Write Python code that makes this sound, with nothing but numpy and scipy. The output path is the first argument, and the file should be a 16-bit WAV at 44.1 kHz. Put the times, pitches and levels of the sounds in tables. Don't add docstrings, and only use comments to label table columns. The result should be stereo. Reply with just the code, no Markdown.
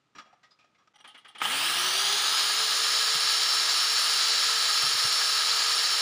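import sys
import numpy as np
from scipy import signal
from scipy.fft import rfft, irfft, next_fast_len
from scipy.io import wavfile
from scipy.ndimage import uniform_filter1d, map_coordinates

SR = 44100
rng = np.random.default_rng(int(sys.argv[2]) if len(sys.argv) > 2 else 0)


def wrap_up_sound(samples):
    columns = np.atleast_2d(samples).T
    tamed = np.clip(columns, -1, 1)
    steps = np.round(tamed * 32767).astype(np.int16)
    wavfile.write(sys.argv[1], SR, steps)


N = 265041

SWITCH_ON_S, FULL_SPEED_HZ = 1.416, 451
# (pitch [Hz], width [Hz], relative level [dB])
HOUSING_NOTES = [(896, 31, -19), (1240, 18, -3), (1300, 97, 3.5), (1646, 55, 2.5), (1782, 43, -6.5),
                 (2330, 64, -12), (2858, 36, 1), (3135, 74, 0), (3262, 32, -1.5)]
# (frequency [Hz], relative level [dB])
KNOCK_COLOUR = [(60, -36), (250, -3), (600, -11), (860, 0), (1100, 2.5), (3000, 6), (4200, -15),
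                (6000, -30), (7500, -36), (12000, -36), (15000, -17)]


def grinder():
    on = np.clip((np.arange(N) / SR - SWITCH_ON_S) / 0.0079, 0, 1)
    speed = shaft_speed()
    strain = np.sqrt(1 - speed / FULL_SPEED_HZ)
    load = np.minimum(strain, .5)
    speed = speed * (1 + .0006 * wobble(12))
    turns = np.cumsum(speed * on) / SR
    angle = 2 * np.pi * turns
    return on * (gear_rattle(angle, speed, strain, load) + fan_rush(turns, speed)
                 + fan_whistle(angle, strain) + gear_whine(angle, speed, strain)
                 + shaft_hum(angle, speed, load))


def shaft_speed():
    # (speed gained [Hz], time to gain about two thirds of it [s])
    run_up = [(119, .07), (208, .46)]
    running_s = np.maximum(np.arange(N) / SR - SWITCH_ON_S, 0)
    return FULL_SPEED_HZ - sum(hz * np.exp(-running_s / lag_s) for hz, lag_s in run_up)


def fan_rush(turns, speed):
    # (frequency [times the shaft speed], relative level [dB])
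    air_colour = [(.1, -56), (.65, -44.5), (1.2, -16), (2.2, -12.5), (3, -6), (5, -6), (7.5, -3.5),
                  (9, 2.5), (10.4, -0.5), (12.3, -4.5), (13.5, -7.5), (15, -2), (16.4, 0), (18, -11.5),
                  (24, -12), (34, -28.5)]
    # (frequency [Hz], relative level [dB])
    vent_colour = [(1000, -0.5), (3300, -1.5), (4000, 0.5), (5200, 2), (6200, -1), (8000, -10),
                   (12000, -19.5)]
    # (pitch [Hz], width [Hz], relative level [dB])
    slot_notes = [(4060, 125, 2), (4560, 200, 6.5), (6530, 160, 2)]
    top = speed.max()
    air = coloured(rng.standard_normal(N), [(multiple * top, db) for multiple, db in air_colour])
    air = map_coordinates(signal.resample_poly(air, 2, 1), [2 * turns * SR / top], order=3)
    vented = unit(coloured(air, vent_colour) + amp(-13) * ringing(air, slot_notes))
    flutter_db = .6 * wobble(25) + .64 * wobble(400)
    return amp(-27.5 + flutter_db) * (speed / top) ** 1.82 * vented


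def fan_whistle(angle, strain, blades=12):
    # (time [s], relative level [dB])
    swells = [(3.2, -35.5), (3.32, -31), (3.39, -36), (3.46, -30), (4.38, -37), (5.17, -32.5), (5.45, -39),
              (5.64, -35), (6.0, -35)]
    flutter_db = (1.5 + 5 * strain) * wobble(20)
    tone = np.sin(blades * angle + (.2 + .45 * strain) * wobble(80))
    return amp(over_time(swells) + 3.6 - 14.5 * strain + flutter_db) * tone


def gear_rattle(angle, speed, strain, load):
    # (pitch [Hz], width [Hz], relative level [dB])
    steel_notes = [(8860, 70, -4), (9170, 110, 0), (9580, 80, -5), (9875, 110, 1), (10790, 130, -13),
                   (11205, 60, -8), (15050, 900, -15)]
    disc_notes = [(2887, 49, 2.5), (3060, 31, 7.5), (3080, 60, -6)]
    # (time [s], level [dB])
    sizzle_levels = [(1.43, -52), (1.47, -43), (1.71, -39.5), (3.75, -40.5), (4.14, -37.5), (4.2, -41.5),
                     (5.11, -39), (5.68, -43.5), (5.69, -40.5), (6.0, -42.5)]
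    # (frequency [Hz], relative level [dB])
    clatter_colour = [(40, -44), (100, -34), (270, -20), (400, -9), (550, -14.5), (900, -4.5), (2200, -3.5),
                      (3200, -0.5), (4500, -8.5), (6200, -12), (9500, -6), (11500, -49), (13600, -23),
                      (15200, -8)]
    hits_per_s = 24 * speed
    bunching = 1 + 0.55 * np.sin(angle)
    teeth = impacts(hits_per_s, spread_db=2) * bunching * amp(0.85 * wobble(90))
    housing = amp(-35.5 + 1.9 * strain) * ringing(teeth, HOUSING_NOTES)
    sizzle = amp(over_time(sizzle_levels) - 0.23) * ringing(teeth, steel_notes)
    clatter = amp(-39.5 + 18.7 * load) * coloured(impacts(hits_per_s, spread_db=1.5), clatter_colour)
    disc = amp(-51 + 25 * load) * ringing(teeth, disc_notes)
    rumble = coloured(rng.standard_normal(N), [(25, -16), (70, -5), (160, 6), (300, 2), (900, -24)])
    shake = amp(-83 + 63 * load) * (speed / FULL_SPEED_HZ) ** 2 * rumble
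    return housing + sizzle + clatter + disc + shake


def gear_whine(angle, speed, strain, cycles_per_turn=8.4):
    level = amp(-34 + 2 * wobble(25)) * (speed / FULL_SPEED_HZ) ** 2
    pressure = np.minimum(strain / 0.26, 1) ** 3
    return level * pressure * np.sin(cycles_per_turn * angle + 1.9 * wobble(220))


def shaft_hum(angle, speed, load, buzz_hz=813, buzz_width_hz=27.4):
    # (pitch [times the shaft speed], level [dB], waver [radians], boost per unit of load [dB])
    hum_tones = [(.39, -72, 1.2, 29), (.79, -63, .8, 0), (1, -50.5, .1, 4), (2, -60, 1.4, 10),
                 (5, -52, .6, 0)]
    hum = np.zeros(N)
    for multiple, db, waver, boost_db in hum_tones:
        level = amp(db + boost_db * load + (2 + 3 * load) * wobble(14))
        hum += level * np.sin(multiple * angle + (waver + .6 * load) * wobble(25))
    closeness = 1 / (1 + ((2 * speed - buzz_hz) / buzz_width_hz) ** 4)
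    buzz = amp(-42) * closeness * np.sin(2 * angle + 2.2 * wobble(110))
    return hum * (speed / FULL_SPEED_HZ) ** 0.82 + buzz


def knock(steel_db, ring_db, fade_s, attack_s):
    # (pitch [Hz], width [Hz], relative level [dB])
    tool_notes = [(856, 28, 2), (1260, 35, 2), (2000, 60, -8), (2855, 60, 4), (3090, 120, 5),
                  (3250, 80, -2)]
    blow = burst(fade_s, attack_s)
    body = amp(-ring_db) * coloured(blow, KNOCK_COLOUR) + ringing(blow, tool_notes)
    body = coloured(body, [(5000, 0), (7500, -6), (12000, -12)])
    tick = coloured(burst(fade_s=0.094, attack_s=0.0022),
                    [(5000, -30), (7700, -16), (8350, 8), (9000, -9), (9700, 10), (10250, -8),
                     (10750, 0), (11600, -28), (14000, -28), (15300, -7)])
    return amp(-24) * (body + amp(steel_db) * tick)


def rattles(bounce_s=.033):
    # (time [s], relative knock level [dB], relative bounce level [dB])
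    knocks = [(1.041, -35.5, -36.5), (1.143, -37, -42), (1.246, -37, -39), (1.348, -33, -32.5)]
    # (time [s], relative level [dB])
    clanks = [(1.45, -15.5), (1.528, -21)]
    out = np.zeros(N)
    for s, knock_db, bounce_db in knocks:
        add(out, s, amp(knock_db) * knock(steel_db=-27, ring_db=-2, fade_s=0.14, attack_s=0.0055))
        add(out, s + bounce_s, amp(bounce_db) * knock(steel_db=-11, ring_db=10, fade_s=.21, attack_s=.003))
    for s, db in clanks:
        add(out, s, amp(db) * knock(steel_db=-19, ring_db=16, fade_s=0.042, attack_s=0.0017))
    return out


def switch(slide_s=0.014):
    snap = burst(fade_s=.03, attack_s=.001)
    slide = knock(steel_db=-18, ring_db=1.5, fade_s=0.053, attack_s=.006)
    clack = coloured(snap, KNOCK_COLOUR) + .5 * ringing(snap, HOUSING_NOTES)
    out = np.zeros(N)
    add(out, SWITCH_ON_S - slide_s, amp(-28.5) * slide)
    add(out, SWITCH_ON_S, amp(-41.5) * clack)
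    return out


def squeaks(squeak_hz=5750, tick_delay_s=0.018):
    # (time [s], relative level [dB])
    starts = [(0.938, -52.5), (0.984, -50.5)]
    squeak_note = [(squeak_hz, 220, 0)]
    out = np.zeros(N)
    for s, db in starts:
        rub = burst(fade_s=.12, attack_s=.03)
        squeak = ringing(ringing(rub, squeak_note), squeak_note)
        tap = knock(steel_db=-30, ring_db=2, fade_s=.1, attack_s=.003)
        tick = knock(steel_db=-16, ring_db=5, fade_s=0.065, attack_s=0.0027)
        add(out, s, amp(db) * (tap + amp(-28) * squeak))
        add(out, s + tick_delay_s, amp(db + 6.5) * tick)
    return out


def jug_scuffs():
    # (time [s], relative level [dB], fade [s], spot pitch [Hz], spot level [dB])
    scuffs = [(0.149, -40, 0.2, 277, -7), (0.181, -36, 0.12, 1250, -5), (0.254, -54, .21, 745, 2),
              (0.326, -57, 0.073, 755, 10.5), (0.43, -49.5, 0.15, 1905, 1), (0.507, -57, 0.1, 4950, 6),
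              (0.586, -53.5, .24, 2460, 3), (0.641, -56, 0.068, 704, -1), (0.745, -61, 0.096, 2100, 3),
              (0.779, -57, 0.27, 1160, 0), (0.873, -58, 0.025, 1220, 2)]
    # (pitch [Hz], width [Hz], relative level [dB])
    shell_notes = [(1254, 32, 1.5), (1620, 50, -8), (2330, 57, -21), (3290, 32, -8), (3940, 45, -29),
                   (4900, 45, -26), (5690, 57, -13), (6600, 37, -16), (7300, 210, -15)]
    out = np.zeros(N)
    for s, db, fade_s, spot_hz, spot_db in scuffs:
        rub = burst(fade_s, attack_s=0.005)
        soft_rub = coloured(rub, [(5500, 7), (9000, -23)])
        rustle = coloured(rub, [(300, -22), (750, -7), (2600, -11), (4000, -8), (9000, -51)])
        shell = ringing(soft_rub, shell_notes) + amp(-0.5) * rustle
        spot = amp(spot_db) * ringing(soft_rub, [(spot_hz, 90, 0)])
        thud = amp(-14) * coloured(rub, [(60, -30), (250, 5), (500, 4), (1000, -47)])
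        scrape = coloured(rub, [(2000, -31), (3500, 12), (5300, 1.5), (8000, -16), (15000, -41)])
        scrape_db = 1.5 + 2.5 * np.log2(spot_hz / 1500)
        add(out, s, amp(db - 25) * (shell + spot + thud + amp(scrape_db) * scrape))
    return out


def jug_bumps(swell_s=0.0052):
    # (time [s], relative level [dB], pitch [Hz])
    bumps = [(3.145, -36, 155), (3.236, -47, 131), (4.83, -34, 133), (4.859, -40, 135), (4.94, -40, 119),
             (5.041, -31, 119)]
    out, t = np.zeros(N), np.arange(SR // 4) / SR
    swell = (t / swell_s) ** 2 * np.exp(-t / swell_s)
    for s, db, hz in bumps:
        notes = np.sin(2 * np.pi * hz * t) + 0.45 * np.sin(2 * np.pi * 1.57 * hz * t)
        add(out, s, amp(db - 4.5) * swell * notes)
    return out


def workshop_echo(x):
    # (frequency [Hz], time to fade by 60 dB [s])
    fade_times = [(200, 0.7), (1500, 0.79), (5000, 0.34), (12000, 0.079)]
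    hz, t, noise = signal.stft(rng.standard_normal(SR // 2), SR, nperseg=256)
    fade = amp(-60 * t / over_frequency(fade_times, hz)[:, None])
    tail = signal.istft(noise * fade, SR, nperseg=256)[1]
    delayed = np.pad(x, (SR // 200, 0))
    return signal.fftconvolve(delayed, tail / np.linalg.norm(tail))[:N]


def room_air():
    # (frequency [Hz], relative level [dB])
    hush_colour = [(30, -33), (130, -5), (300, -8.5), (800, -13), (1100, -13), (1260, -5), (1450, -15),
                   (3000, -17), (7000, -26), (8500, -33), (15000, -50)]
    return amp(-73.5) * coloured(rng.standard_normal(N), hush_colour)


def amp(db):
    return 10 ** (np.asarray(db) / 20)


def unit(x):
    return x / np.sqrt(np.mean(x ** 2) + 1e-20)


def over_frequency(points, hz):
    f, values = np.transpose(points)
    return np.interp(np.log(hz + 1e-6), np.log(f), values)


def over_time(points):
    return np.interp(np.arange(N) / SR, *np.transpose(points))


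def wobble(rate):
    return map_coordinates(rng.standard_normal(int(N * rate / SR) + 4), [np.arange(N) * rate / SR])


def filtered(x, response):
    size = next_fast_len(len(x) + SR // 4)
    return irfft(rfft(x, size) * response(np.fft.rfftfreq(size, 1 / SR)), size)[:len(x)]


def coloured(x, points):
    size = 8192
    cepstrum = irfft(np.log(amp(over_frequency(points, np.fft.rfftfreq(size, 1 / SR)))))
    cepstrum[1:size // 2] *= 2
    cepstrum[size // 2 + 1:] = 0
    response = irfft(np.exp(rfft(cepstrum)))
    return unit(signal.fftconvolve(x, response)[:len(x)])


def ringing(x, notes):
    return unit(filtered(x, lambda f: sum(
        amp(db) * 1j * f * width / (hz * hz - f * f + 1j * f * width) for hz, width, db in notes)))


def add(track, s, sound):
    part = track[round(s * SR):][:len(sound)]
    part += sound[:len(part)]


def burst(fade_s, attack_s):
    t = np.arange(SR // 3) / SR
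    return rng.standard_normal(len(t)) * amp(-60 * t / fade_s) * (1 - np.exp(-t / attack_s))


def impacts(rate, spread_db):
    hits = rng.random(N) < rate / SR
    return hits * rng.standard_normal(N) * amp(spread_db * rng.standard_normal(N))


def scene():
    near = jug_scuffs() + jug_bumps() + squeaks() + rattles() + switch() + grinder()
    mono = near + amp(-17) * workshop_echo(near) + room_air()
    return np.array([mono, mono])


def record(dry):
    gap_starts_s, gap_s, top_hz = [.9305, .9745], .0045, 15490
    t = np.arange(N) / SR
    in_gap = sum((t > s) & (t < s + gap_s) for s in gap_starts_s)
    gain = amp(-30 * uniform_filter1d(in_gap * 1.0, size=44))
    return np.array([filtered(x * gain, lambda hz: np.clip((top_hz - hz) / 150 + .5, 0, 1)) for x in dry])


dry = scene()
out = record(dry)
wrap_up_sound(out)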